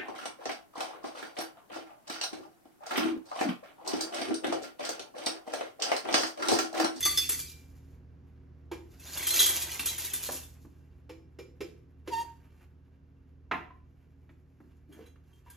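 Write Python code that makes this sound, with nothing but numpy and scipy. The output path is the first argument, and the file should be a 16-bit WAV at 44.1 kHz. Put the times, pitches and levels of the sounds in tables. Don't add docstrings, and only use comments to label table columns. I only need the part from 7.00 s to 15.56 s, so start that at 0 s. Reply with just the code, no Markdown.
import sys
import numpy as np
from scipy import signal
from scipy.fft import rfft, irfft, next_fast_len
from scipy.io import wavfile
from scipy.ndimage import map_coordinates

SR = 44100
rng = np.random.default_rng(int(sys.argv[2]) if len(sys.argv) > 2 else 0)


def transcribe(signal):
    frames = np.atleast_2d(signal).T
    limited = np.clip(frames, -1, 1)
    pcm = np.round(limited * 32767).astype(np.int16)
    wavfile.write(sys.argv[1], SR, pcm)


def gain_from_db(level_db):
    decades = np.asarray(level_db, float) / 20
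    return 10 ** decades


N = 377496
TIME_S = np.arange(N) / SR
EVENT_S = np.arange(SR // 2) / SR


def unit(x):
    return x / np.sqrt(np.mean(x ** 2) + 1e-20)


def along(points, hz):
    f, v = np.transpose(points)
    return np.interp(np.log(hz + 1), np.log(f + 1), v)


def curves(rows):
    s, *cols = np.transpose(rows)
    return [np.interp(TIME_S, s, c) for c in cols]


def wobble(knots_per_s):
    knots = rng.standard_normal(int(N * knots_per_s / SR) + 4)
    return map_coordinates(knots, [np.arange(N) * knots_per_s / SR])


def filtered(x, response):
    m = next_fast_len(x.shape[-1] + 8192)
    return irfft(rfft(x, m) * response(np.fft.rfftfreq(m, 1 / SR)), m)[..., :x.shape[-1]]


def coloured(x, spectrum):
    return unit(filtered(x, lambda hz: gain_from_db(along(spectrum, hz))))


def resonant(x, peaks):
    def response(f):
        return sum(gain_from_db(db) * 1j * f * w / (c * c - f * f + 1j * f * w) for c, w, db in peaks)
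    return unit(filtered(x, response))


def spread(pair, alike):
    def mid_side_gains(hz):
        turn = np.arccos(np.clip(along(alike, hz), -1, 1)) / 2
        return np.array([np.cos(turn), np.sin(turn)])
    mid, side = filtered(pair, mid_side_gains)
    return np.array([mid + side, mid - side])


def swell(rise_s):
    return 1 - np.exp(-EVENT_S / max(rise_s, 1 / SR))


def ring(modes, scatter_db):
    hz, db, t60_s = np.transpose(modes)[:, :, None]
    db = db + scatter_db * rng.standard_normal(db.shape)
    return np.sum(gain_from_db(db - 60 * EVENT_S / t60_s) * np.sin(2 * np.pi * hz * EVENT_S), axis=0)


def burst(spectrum, t60_s):
    return coloured(rng.standard_normal(len(EVENT_S)), spectrum) * gain_from_db(-60 * EVENT_S / t60_s)


def add(track, s, sound):
    part = track[round(s * SR):][:len(sound)]
    part += sound[:len(part)]


# frequency in Hz, relative level in dB.
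HUM_LINES = [(58, -63.5), (77.9, -53), (119.9, -62), (156, -63), (271, -66.5), (361.5, -74), (473.5, -79)]
# frequency in Hz, relative density in dB per Hz.
AIR_SPECTRUM = [(12, -46.5), (20, -16), (54, -0.5), (87, -7), (157, -11), (202, -14), (274, -11),
                (315, -20.5), (372, -17.5), (534, -27), (1720, -37), (3640, -49.5), (5850, -51.5),
                (8640, -65), (15500, -72)]
# frequency in Hz, left-right likeness.
AIR_LIKENESS = [(60, .95), (240, .85), (950, .2), (3800, .55), (7500, .6), (8300, .995), (16000, .995)]


def background():
    hum_db, hum_sinks_db_per_s = -51.5, 0.78
    air_db, air_sinks_db_per_s = -56, 0.81
    hum = np.zeros(N)
    for hz, db in HUM_LINES:
        phase = 2 * np.pi * hz * TIME_S + .7 * wobble(4)
        hum += gain_from_db(db + 1.2 * wobble(5)) * np.sin(phase)
    air = spread(coloured(rng.standard_normal((2, N)), AIR_SPECTRUM), AIR_LIKENESS)
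    hum = gain_from_db(hum_db - hum_sinks_db_per_s * TIME_S) * unit(hum)
    return hum + gain_from_db(air_db - air_sinks_db_per_s * TIME_S) * air


# frequency in Hz, t60 in seconds.
ROOM_T60 = [(200, 0.55), (1000, 0.36), (4000, 0.37), (12000, 0.37)]
# frequency in Hz, left-right likeness.
ROOM_LIKENESS = [(60, .95), (400, .4), (950, .1), (2400, .6), (6000, .2), (7800, .4), (8300, .99),
                 (9600, .99), (10200, .75), (14000, .75), (14500, .99)]


def room(x, wet_db):
    block, delay = SR // 4, 120
    out = np.zeros((2, N + SR))
    for start in range(0, N, block):
        part = x[None, start:start + block]
        if not part.any():
            continue
        hz, t, z = signal.stft(rng.standard_normal((2, SR // 2)), SR, nperseg=256)
        decay = gain_from_db(-60 * t / along(ROOM_T60, hz)[:, None])
        tail = signal.istft(z * decay, SR, nperseg=256)[1]
        wet = signal.fftconvolve(part, tail / np.linalg.norm(tail[0]), axes=1)
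        out[:, start + delay:][:, :wet.shape[1]] += gain_from_db(wet_db) * wet
    out[0, :N] += x
    return spread(out[:, :N], ROOM_LIKENESS)


def puff(hz, t60_s):
    return burst([(hz / 6.9, -18), (hz / 1.8, -3), (hz, 0), (hz * 2.04, -4), (hz * 4.1, -26),
                  (hz * 7, -40), (hz * 14, -75)], t60_s)


# start in seconds, relative level in dB, centre in Hz, thump over puff in dB, rise in seconds.
SHOVES = [(0.056, -33, 1180, -12, .0024), (2.398, -41, 2060, -17, .0034),
          (2.793, -26.5, 2306, -20.5, .0025), (3.289, -25.5, 623, -18.5, 0.00089),
          (3.648, -53.5, 636, 0, 0.0012), (6.512, -16.5, 1120, -21.5, 0.0057),
          (7.291, -50, 1140, -9.5, 0.0041), (7.601, -54.5, 910, -1, .0027), (7.885, -52.5, 302, 8, 0.028),
          (7.965, -46.5, 293, -1, 0.017), (8.157, -59, 1235, -10, 0.0018)]
# start in seconds, relative level in dB, note in Hz.
HOLLOW_TAPS = [(.056, -22.5, 1180), (6.703, -40, 1016), (7.989, -37, 449.6), (8.462, -46, 960)]
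# start in seconds, relative level in dB.
LANDINGS = [(6.512, -35), (6.536, -32.5), (6.555, -35.5)]
# mode in Hz, relative level in dB, t60 in seconds.
JAR_MODES = [(735, 1.5, 0.078), (939, 2.5, .06), (1023, 3, 0.073), (1530, -3.5, 0.043), (1760, -2.5, .07),
             (1954, -3, 0.088), (2750, -9.5, 0.0602)]
PAIR_HZ = 46


def knocks():
    out = np.zeros(N)
    for s, db, hz, thump_db, rise_s in SHOVES:
        thump = burst([(70, -13), (130, -1.5), (330, 13), (600, -32.5)], 0.27)
        body = puff(hz, 0.04 + 4 * rise_s) + gain_from_db(thump_db) * thump
        add(out, s, gain_from_db(db + 0.5) * swell(rise_s) * body)
    for s, db, hz in HOLLOW_TAPS:
        note = ring([(hz, 0, .1), (hz + PAIR_HZ, -6, .1)], 0)
        add(out, s, gain_from_db(db) * swell(.006) * (note + gain_from_db(-8.5) * puff(hz, 0.054)))
    for s, db in LANDINGS:
        add(out, s, gain_from_db(db) * swell(0.00067) * ring(JAR_MODES, 1.6))
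    return out


# time in seconds, slip rate in Hz, relative level in dB.
SQUEAK_PATH = [(5.1, 907, -59), (5.116, 966, -44), (5.136, 920.6, -30), (5.164, 907.7, -37),
               (5.186, 927, -33), (5.22, 926.3, -34), (5.25, 926, -52.5)]
# multiple of slip rate, relative level in dB.
SLIP_HARMONICS = [(1, -1.5), (2, -24.5), (3, -28.5), (4, -32), (5, -23.5), (6, -32), (7, -29.5), (8, -32),
                  (9, -27.5)]


def squeak():
    slip_hz, db = curves(SQUEAK_PATH)
    gate = gain_from_db(db) * (TIME_S > SQUEAK_PATH[0][0]) * (TIME_S < SQUEAK_PATH[-1][0])
    phase = 2 * np.pi * np.cumsum(slip_hz * (1 + .004 * wobble(200))) / SR
    tone = np.zeros(N)
    for k, level_db in SLIP_HARMONICS:
        unsteady_db = (k > 1) * 4.0 * wobble(90)
        tone += gain_from_db(level_db + unsteady_db) * np.sin(k * phase)
    halfway = gain_from_db(-20.5 + 4 * wobble(90)) * np.sin(7 * phase / 2)
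    hiss = coloured(rng.standard_normal(N),
                    [(600, -3.5), (1500, -10.5), (5000, -8), (9000, -8.0), (15500, -14.5)])
    return gate * (gain_from_db(8.5) * tone + halfway + gain_from_db(-15.5) * hiss)


# start in seconds, relative level in dB,
# then slap, knock and wall ring, each in relative dB.
PALM_PATS = [(1.714, -31.5, -9, -5.5, -20.5), (4.093, -31.5, -17.5, -17, -21),
             (4.387, -35, -12, -14.5, -12.5), (4.605, -31, -7.5, -11, -15.5), (5.074, -28, -13, -16, -28.5)]
# mode in Hz, relative level in dB, t60 in seconds.
GLASS_AIR_MODES = [(325, -12, 0.32), (389, -13, 0.19), (499, -3, 0.088)]
# mode in Hz, relative level in dB, t60 in seconds.
HELD_GLASS_MODES = [(2370, 2, 0.15), (2720, 14, 0.027), (5230, -0.5, 0.12), (6850, -8, 0.13)]
# frequency in Hz, relative density in dB per Hz.
SLAP_SPECTRUM = [(120, -45), (200, -34), (345, 2), (974, -35.5), (2290, -21.5), (4100, -30), (5300, -30),
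                 (12900, -40), (15500, -56.5)]


def pats():
    out = np.zeros(N)
    for s, db, slap_db, knock_db, wall_db in PALM_PATS:
        body = ring(GLASS_AIR_MODES, 1.5) + gain_from_db(wall_db) * ring(HELD_GLASS_MODES, 1.5)
        knock = burst([(300, -58.0), (600, 0), (900, 13.5), (1600, 2.5), (3000, -29)], 0.077)
        skin = gain_from_db(slap_db + 7.5) * burst(SLAP_SPECTRUM, 0.14) + gain_from_db(knock_db) * knock
        add(out, s, gain_from_db(db + 0.5) * (swell(0.015) * body + swell(0.0022) * skin))
    return out


# start in seconds, relative level in dB.
GLASS_CHINKS = [(.4, -56.5), (0.459, -58), (0.5243, -56.5)]
# mode in Hz, relative level in dB, t60 in seconds.
GLASS_MODES = [(2360, -3, .4), (5150, 2, .06)]
# frequency in Hz, relative density in dB per Hz.
ICE_CRACK = [(200, -28), (340, 0.5), (630, -16.5), (1590, -5.5), (3200, -6.5), (6800, -3), (9000, 11.5),
             (10500, -4.5), (12500, 0.5), (15500, -9)]


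def chinks():
    out = np.zeros(N)
    for s, db in GLASS_CHINKS:
        contact = ring(GLASS_MODES, 1.7) + gain_from_db(6) * burst(ICE_CRACK, .06)
        add(out, s, gain_from_db(db) * swell(.002) * contact)
    return out


# time in seconds, relative flow in dB.
ICE_FLOW = [(0, -47), (.06, -40), (.24, -40), (.275, -49.5), (.31, -39.5), (.45, -49), (.5, -47),
            (.58, -73), (.7, -100), (1.7, -100), (1.88, -73), (1.98, -65.5), (2.04, -50.5), (2.14, -36.5),
            (2.25, -39), (2.38, -28.5), (2.48, -34), (2.66, -41), (2.74, -35), (2.78, -41.5), (2.9, -38),
            (3.11, -43.5), (3.38, -48), (3.52, -80), (3.62, -100)]
# start in seconds, length in seconds, relative dull level in dB,
# change over the stroke in dB, bright over dull in dB.
STROKES = [(0.522, .43, -69.5, -9.5, -0.5), (3.493, .52, -72, -16, -1.5), (5.069, .3, -61, -7.5, -10.5),
           (5.408, 0.24, -75, 7.5, -15), (6.854, 0.94, -92.5, 1.5, -1), (7.927, .15, -58, -5, -21),
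           (8.24, .16, -77.5, 2, -3), (8.46, .1, -67.5, 4, -14)]
GRIP_S = 1


def stirring():
    full_flow_db, rumble_db_per_flow_db = -40, 0.78
    empty_db, piled_db, restless_db = -66, -47.5, -80.5
    edge_s = .025
    flow_db, = curves(ICE_FLOW)
    bright = gain_from_db(flow_db)
    rumble_db = np.where(TIME_S < GRIP_S, empty_db, piled_db)
    dull = gain_from_db(rumble_db + rumble_db_per_flow_db * (flow_db - full_flow_db)) + gain_from_db(restless_db)
    for start, length, db, change_db, bright_db in STROKES:
        inside_s = np.minimum(TIME_S - start, start + length - TIME_S)
        ends = np.clip(inside_s / edge_s + 1, 0, 1) ** 2
        progress = np.clip((TIME_S - start) / length, 0, 1)
        stroke = ends * gain_from_db(db + change_db * progress)
        bright = bright + gain_from_db(bright_db) * stroke
        dull = dull + stroke
    return bright, dull


def ticks():
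    return rng.standard_normal(N) * (rng.random(N) < 2200 / SR) * gain_from_db(4 * wobble(35))


def chimes():
    out = np.zeros(N)
    t = EVENT_S[:4000]
    for when, pitch, size in rng.random((1400, 3)):
        hz = 1900 * (7500 / 1900) ** pitch
        add(out, when * (N - 1) / SR, gain_from_db(8 * size - 60 * t / .06) * np.sin(2 * np.pi * hz * t))
    return unit(out)


# centre in Hz, width in Hz, relative level in dB.
COLUMN_PEAKS = [(348, 71, -1.5), (960, 130, -5.5), (1120, 88, -10), (1570, 130, -3), (2311, 43, -3.5),
                (2720, 49, -2.5)]


def rattle():
    bright_gain, dull_gain = stirring()
    bright = coloured(ticks(), [(900, -39.5), (2500, -6), (7000, 1.5), (9000, -1), (11000, -3.5), (15500, -3)])
    dull = coloured(ticks(), [(250, -11), (600, -2), (2300, -6.5), (4000, -20)])
    dull = dull + gain_from_db(-2) * resonant(ticks(), COLUMN_PEAKS)
    bright = bright + gain_from_db(-9) * chimes()
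    return gain_from_db(1.0) * bright_gain * bright + gain_from_db(-5.5) * dull_gain * dull


# start in seconds, relative level in dB, steel ring in relative dB,
# strongest note of the clink in Hz, that note in relative dB.
CUBE_STRIKES = [(.0044, -24.5, -23, 7620, -20), (.0269, -25.5, -2, 6440, -8),
                (0.0512, -14.5, -10.5, 3400, -37), (.062, -24, -13, 6234, -27), (.08, -25.5, -23, 2003, -6),
                (0.109, -24.5, -30, 2035, -16), (0.1733, -16, -9.5, 5200, -6), (.2903, -16, -32, 7540, -14),
                (0.3184, -22, -16, 6880, -25), (0.3892, -26, -23, 6670, -19),
                (1.9964, -43.5, -15, 2594, -12.5), (2.1716, -24.5, -25, 3458, -11),
                (2.2276, -26.5, -11, 1930, -10.5), (2.2671, -17.5, -23, 3182, -12.5),
                (2.3044, -19, -13, 4140, -7.5), (2.3397, -18.5, -20, 6186, -10),
                (2.391, -16, -3.5, 3921, 0), (2.4004, -11, -17, 6545, -11), (2.4594, -14, -23, 3174, -16),
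                (2.4894, -18.5, -25, 3220, -24), (2.5444, -27, -26, 6010, -7),
                (2.6194, -24, -22, 3430, -18), (2.7134, -29.5, -30, 4630, -26),
                (2.7931, -24.5, -37, 2720, -7.5), (2.8566, -17.5, -22, 6050, -18),
                (2.885, -29.5, -25, 3924, -0.5), (2.9794, -24.5, -24, 6630, -28),
                (3.0455, -25.5, -39, 3870, -13), (3.075, -37.5, -28, 3924, -15),
                (3.1332, -19.5, -34, 3550, -18), (3.2286, -29.5, -16, 6140, -15),
                (3.2594, -29.5, -18, 4170, -12), (3.3174, -26, -41, 6400, -18),
                (3.3494, -33, -34, 1170, -19), (3.4317, -41.5, -30, 3520, -14),
                (7.9244, -52.5, -18.5, 3200, -7.5), (8.06, -55.5, -16.5, 3955, -4),
                (8.3312, -63.5, -25, 3184, -0.5), (8.499, -43, -20.5, 1602, -10.5)]
# mode in Hz, relative level in dB, t60 in seconds.
RIM_MODES = [(1180, -19.5, 0.087), (2003, -11, 0.28), (2313, -35.5, 0.17), (3476, 2.5, 0.21),
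             (4520, -5.5, 0.3), (5200, -8, 0.069), (6234, 4.5, 0.13), (6918, -19.5, 0.23),
             (7123, -23.5, 0.067), (8400, -28.5, .15), (9350, -20.5, 0.099), (11100, -28.5, .1),
             (13270, -25, .1)]
# mode in Hz, relative level in dB, t60 in seconds.
WALL_MODES = [(2510, -19.5, .12), (3202, -9.5, 0.47), (3260, 0, 0.3), (3924, -14.5, 0.099),
              (4600, -17.5, 0.54), (5450, -12, 0.23), (6100, -11, .22), (6440, -13.5, 0.39),
              (6563, -2, 0.29), (8140, -11.5, 0.35), (11540, -10, .12), (12150, -18, .12),
              (13360, -15.5, .08)]


def clinks():
    wall_along_db, rim_along_db = -19, -7.5
    flutter_db = 5
    out = np.zeros(N)
    for s, db, steel_db, note_hz, note_db in CUBE_STRIKES:
        rim, wall = ring(RIM_MODES, 1.5), ring(WALL_MODES, 2.5)
        flutter = map_coordinates(rng.standard_normal(44), [EVENT_S * 80])
        wall = wall * gain_from_db(flutter_db * flutter - 3)
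        if s < GRIP_S:
            steel = rim + gain_from_db(wall_along_db) * wall
        else:
            steel = wall + gain_from_db(rim_along_db) * rim
        note = ring([(note_hz, note_db, .12), (note_hz + PAIR_HZ, note_db - 6.5, .12)], 0)
        crack = gain_from_db(-4) * burst(ICE_CRACK, 0.12)
        add(out, s, gain_from_db(db) * swell(.002) * (gain_from_db(steel_db) * steel + note + crack))
    return out


def scene():
    handled = room(clinks() + chinks() + rattle() + pats() + knocks(), wet_db=-5)
    return handled + room(squeak(), wet_db=-11) + background()


def top_cut(x):
    return signal.sosfilt(signal.butter(12, 15750, fs=SR, output="sos"), x)


# frequency in Hz, left ahead of right in radians.
LEFT_RIGHT_PHASE = [(0, 0), (1640, .5), (2150, -.2), (6800, -.3), (7200, 1.2), (8300, 3.14), (9600, 3.14),
                    (10200, 5), (11800, 6.2), (13500, 7), (14500, 9.42), (16000, 9.42)]
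# frequency in Hz, left over right in dB.
LEFT_RIGHT_TILT = [(60, -2.2), (250, -.3), (1000, -1.5), (6000, -1.9), (8000, 0), (16000, 0)]


def record(dry):
    def left_right(hz):
        left = gain_from_db(along(LEFT_RIGHT_TILT, hz) / 2) * np.exp(.5j * along(LEFT_RIGHT_PHASE, hz))
        bass_cut = hz ** 4 / (hz ** 4 + 36 ** 4)
        return np.array([left, 1 / left]) * bass_cut
    return top_cut(filtered(dry, left_right))


dry = scene()
out = record(dry)
transcribe(out)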